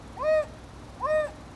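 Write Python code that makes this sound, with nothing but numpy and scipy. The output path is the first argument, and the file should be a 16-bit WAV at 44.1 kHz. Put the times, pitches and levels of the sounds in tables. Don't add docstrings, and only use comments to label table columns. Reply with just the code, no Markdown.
import sys
import numpy as np
from scipy import signal
from scipy.fft import rfft, irfft, next_fast_len
from scipy.io import wavfile
from scipy.ndimage import uniform_filter1d, map_coordinates

SR = 44100
rng = np.random.default_rng(int(sys.argv[2]) if len(sys.argv) > 2 else 0)


def generate_wav(sig):
    pcm = np.round(np.clip(np.atleast_2d(sig).T, -1, 1) * 32767).astype(np.int16)
    wavfile.write(sys.argv[1], SR, pcm)


N = 68355

# multiple of the rotation rate, level in dB.
ENGINE_HARMONICS = [(4, -55), (5, -62.5), (6, -53), (8, -56.5), (10, -59.5), (14, -67), (18, -59.5)]
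SHAFT_HARMONICS = [(2, -62), (3, -51.5), (6, -61)]
# frequency in Hz, relative level in dB.
RUMBLE_SPECTRUM = [(25, -71), (50, -65), (100, 4), (150, 1), (190, 3.5), (235, 9), (290, 6), (340, -2),
                   (450, -33.5)]
AIR_SPECTRUM = [(190, -14), (330, -4), (500, -3), (750, -5), (1000, -6.5), (1280, -9.5), (1700, -14.5),
                (2200, -17), (2900, -21), (3400, -20), (4000, -19.5), (5000, -24.5), (6000, -24),
                (7000, -28), (9000, -31), (10700, -35.5), (11900, -46.5)]
TICK_SPECTRUM = [(2000, -27), (4000, 2), (7000, 1), (9000, -7), (10700, 4.5), (11800, -10.5)]
RASP_SPECTRUM = [(300, -27), (600, -3), (850, 0.5), (1250, -26), (1650, -4), (2150, -30), (2600, -6.5),
                 (3300, -37), (4600, -18), (5500, -22.5), (7100, -25), (7900, -11.5), (9000, -28),
                 (11000, -29.5)]
# time in seconds, pitch in Hz, level of the fundamental in dB, of the second harmonic in dB.
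CALL_CONTOURS = [
    [(0.172, 373.7, -45, -42), (0.178, 380, -69, -35), (0.184, 454, -54.5, -41.5), (0.2, 495.7, -42, -36),
     (0.224, 530, -40, -28), (0.232, 572.5, -33, -33.5), (0.25, 611, -28.5, -38.5),
     (0.284, 620.8, -22, -41.5), (0.33, 628.1, -20.5, -41.5), (0.376, 619.2, -22, -39),
     (0.4, 609.4, -24, -41), (0.408, 606, -26.5, -36), (0.43, 575, -35.5, -47), (0.442, 517, -45, -63),
     (0.452, 440, -62, -47)],
    [(1.003, 372, -63, -44.5), (1.011, 387, -70, -34.5), (1.017, 460.3, -55, -38),
     (1.033, 501.2, -44.5, -29.5), (1.057, 539, -36, -22.5), (1.067, 583.5, -32.5, -34),
     (1.081, 611.5, -31, -37), (1.109, 615.8, -24.5, -40), (1.163, 619.4, -22, -40),
     (1.203, 614.2, -24, -41), (1.231, 602.2, -32, -36.5), (1.243, 591, -30, -47),
     (1.255, 582.6, -29.5, -46), (1.265, 575, -38.5, -45), (1.271, 537, -43, -54), (1.283, 450.4, -62, -45),
     (1.294, 397, -51.5, -41.5)],
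]
# frequency in Hz, gain in dB in call one, in call two.
THROAT_RESPONSE = [(1580, -23, -19), (1797, -21, -13), (1866, -17, -14.5), (2160, -28.5, -41),
                   (2280, -37, -36), (2382, -23.5, -28), (2710, -27, -22), (2930, -54, -57),
                   (3718, -35.5, -32), (4070, -51, -41.5), (4454, -29, -46), (5290, -45.5, -35.5),
                   (5550, -42, -34.5), (5510, -36, -50), (6060, -53.5, -53), (7700, -51, -55.5),
                   (8200, -47, -33.5), (8470, -47, -47), (9300, -56, -50.5), (10200, -54, -52),
                   (11200, -61.5, -56.5)]
# frequency in Hz, slope in dB per second.
THROAT_SLOPE = [(1850, 9), (2450, 0), (3100, 33.5), (3700, 42), (4400, 2), (4950, -21), (5550, -69),
                (6500, -3.5), (8100, 59.5), (9300, -13)]
# frequency in Hz, time to decay by 60 dB in seconds.
BUSH_DECAY = [(300, 0.43), (1800, 1), (4000, 1), (10000, .3)]

ENGINE_HZ, SHAFT_HZ = 16.47, 19.53
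CLEAN_JITTER, HOARSE_JITTER = 0.0014, 0.02255
HOARSE_BELOW_DB, HOARSE_RANGE_DB = -40.5, 1.5
UPPER_GROWTH = 0.73


def amp(db):
    return 10 ** (np.asarray(db) / 20)


def unit_rms(x):
    return x / np.sqrt(np.mean(x ** 2) + 1e-20)


def curve_at(points, hz):
    point_hz, values = np.transpose(points)
    return np.interp(np.log(hz + 1), np.log(point_hz + 1), values)


def wobble(rate):
    return map_coordinates(rng.standard_normal(4096), [np.arange(N) * rate / SR], mode="mirror")


def filtered(x, response):
    size = next_fast_len(N + SR // 2)
    return irfft(rfft(x, size) * response(np.fft.rfftfreq(size, 1 / SR)), size)[:N]


def noise(spectrum):
    return unit_rms(filtered(rng.standard_normal(N), lambda hz: amp(curve_at(spectrum, hz))))


def rotation_hum(turn_hz, harmonics, flutter_db=0.0, speed_wander=0.00412):
    phase = 2 * np.pi * np.cumsum(turn_hz * (1 + speed_wander * wobble(3.94))) / SR
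    hum = np.zeros(N)
    for k, level_db in harmonics:
        hum += amp(level_db + flutter_db * wobble(9)) * np.sin(k * phase + rng.uniform(0, 2 * np.pi))
    return np.sqrt(2) * hum


def idling_vehicle(rumble_db=-51.5):
    engine = rotation_hum(ENGINE_HZ, ENGINE_HARMONICS)
    shaft = rotation_hum(SHAFT_HZ, SHAFT_HARMONICS, flutter_db=0.7)
    return engine + shaft + amp(rumble_db) * noise(RUMBLE_SPECTRUM)


def air_rush(level_db=-49.5, waver_db=0.18):
    return amp(level_db + waver_db * wobble(13)) * noise(AIR_SPECTRUM)


def shaft_ticks(first_s=0.028, width_s=0.0053, level_db=-61.5, scatter_db=1.1):
    turns = (np.arange(N) / SR - first_s) * SHAFT_HZ
    from_tick_s = (turns - np.round(turns)) / SHAFT_HZ
    pulses = np.exp(-.5 * (from_tick_s / width_s) ** 2)
    return amp(level_db + scatter_db * wobble(55)) * pulses * noise(TICK_SPECTRUM)


def hoo_call(contour, throat, onset_s=0.0097, release_s=0.01, drift_db=2.5, shimmer_db=0.27):
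    t = np.arange(N) / SR
    times, *tracks = np.transpose(contour)
    start, end = times[0], times[-1]
    pitch, first_db, second_db = [uniform_filter1d(np.interp(t, times, y), size=180) for y in tracks]
    voice_db = 20 * np.log10(np.hypot(amp(first_db), amp(second_db)))
    hoarseness = .5 - .5 * np.tanh((voice_db - HOARSE_BELOW_DB) / HOARSE_RANGE_DB)
    jitter = (CLEAN_JITTER + HOARSE_JITTER * hoarseness) * wobble(400)
    phase = 2 * np.pi * np.cumsum(pitch * (1 + jitter)) / SR
    voice = amp(first_db) * np.sin(phase) + amp(second_db) * np.sin(2 * phase)
    upper_db = first_db.max() + UPPER_GROWTH * (first_db - first_db.max())
    from_middle_s = np.clip(t, start, end) - (start + end) / 2
    for k in range(3, 20):
        wander_db = drift_db * (k > 4) * wobble(28)
        colour_db = curve_at(throat, k * pitch) + curve_at(THROAT_SLOPE, k * pitch) * from_middle_s
        voice += amp(upper_db + colour_db + wander_db) * np.sin(k * phase)
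    rasp = closing_rasp(t - end, phase)
    gate = np.clip(1 + (t - start) / onset_s, 0, 1) * np.clip(1 - (t - end) / release_s, 0, 1)
    return gate * np.sqrt(2) * voice * amp(shimmer_db * wobble(150)) + rasp


def closing_rasp(from_end_s, voice_phase, level_db=-47.5, lead_s=0.016, half_width_s=0.017):
    envelope = amp(level_db) * np.exp(-((from_end_s + lead_s) / half_width_s) ** 2)
    return envelope * unit_rms(noise(RASP_SPECTRUM) * (1 + .5 * np.cos(voice_phase)))


def bush_echo(x, gain_db=-23, delay_s=.015):
    hz, t, spectra = signal.stft(rng.standard_normal(SR), SR, nperseg=256)
    decay = amp(-60 * t / curve_at(BUSH_DECAY, hz)[:, None])
    tail = signal.istft(spectra * decay, SR, nperseg=256)[1]
    delayed = np.pad(x, (int(delay_s * SR), 0))
    return amp(gain_db) * signal.fftconvolve(delayed, tail / np.linalg.norm(tail))[:N]


def scene():
    hz, *gains_db = np.transpose(THROAT_RESPONSE)
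    throats = [np.column_stack([hz, db]) for db in gains_db]
    dog = sum(hoo_call(contour, throat) for contour, throat in zip(CALL_CONTOURS, throats))
    return (dog + bush_echo(dog) + idling_vehicle() + shaft_ticks() + air_rush())[None]


def record(dry):
    cutoff_hz = 11900
    return np.array([filtered(x, lambda hz: hz < cutoff_hz) for x in dry])


dry = scene()
out = record(dry)
generate_wav(out)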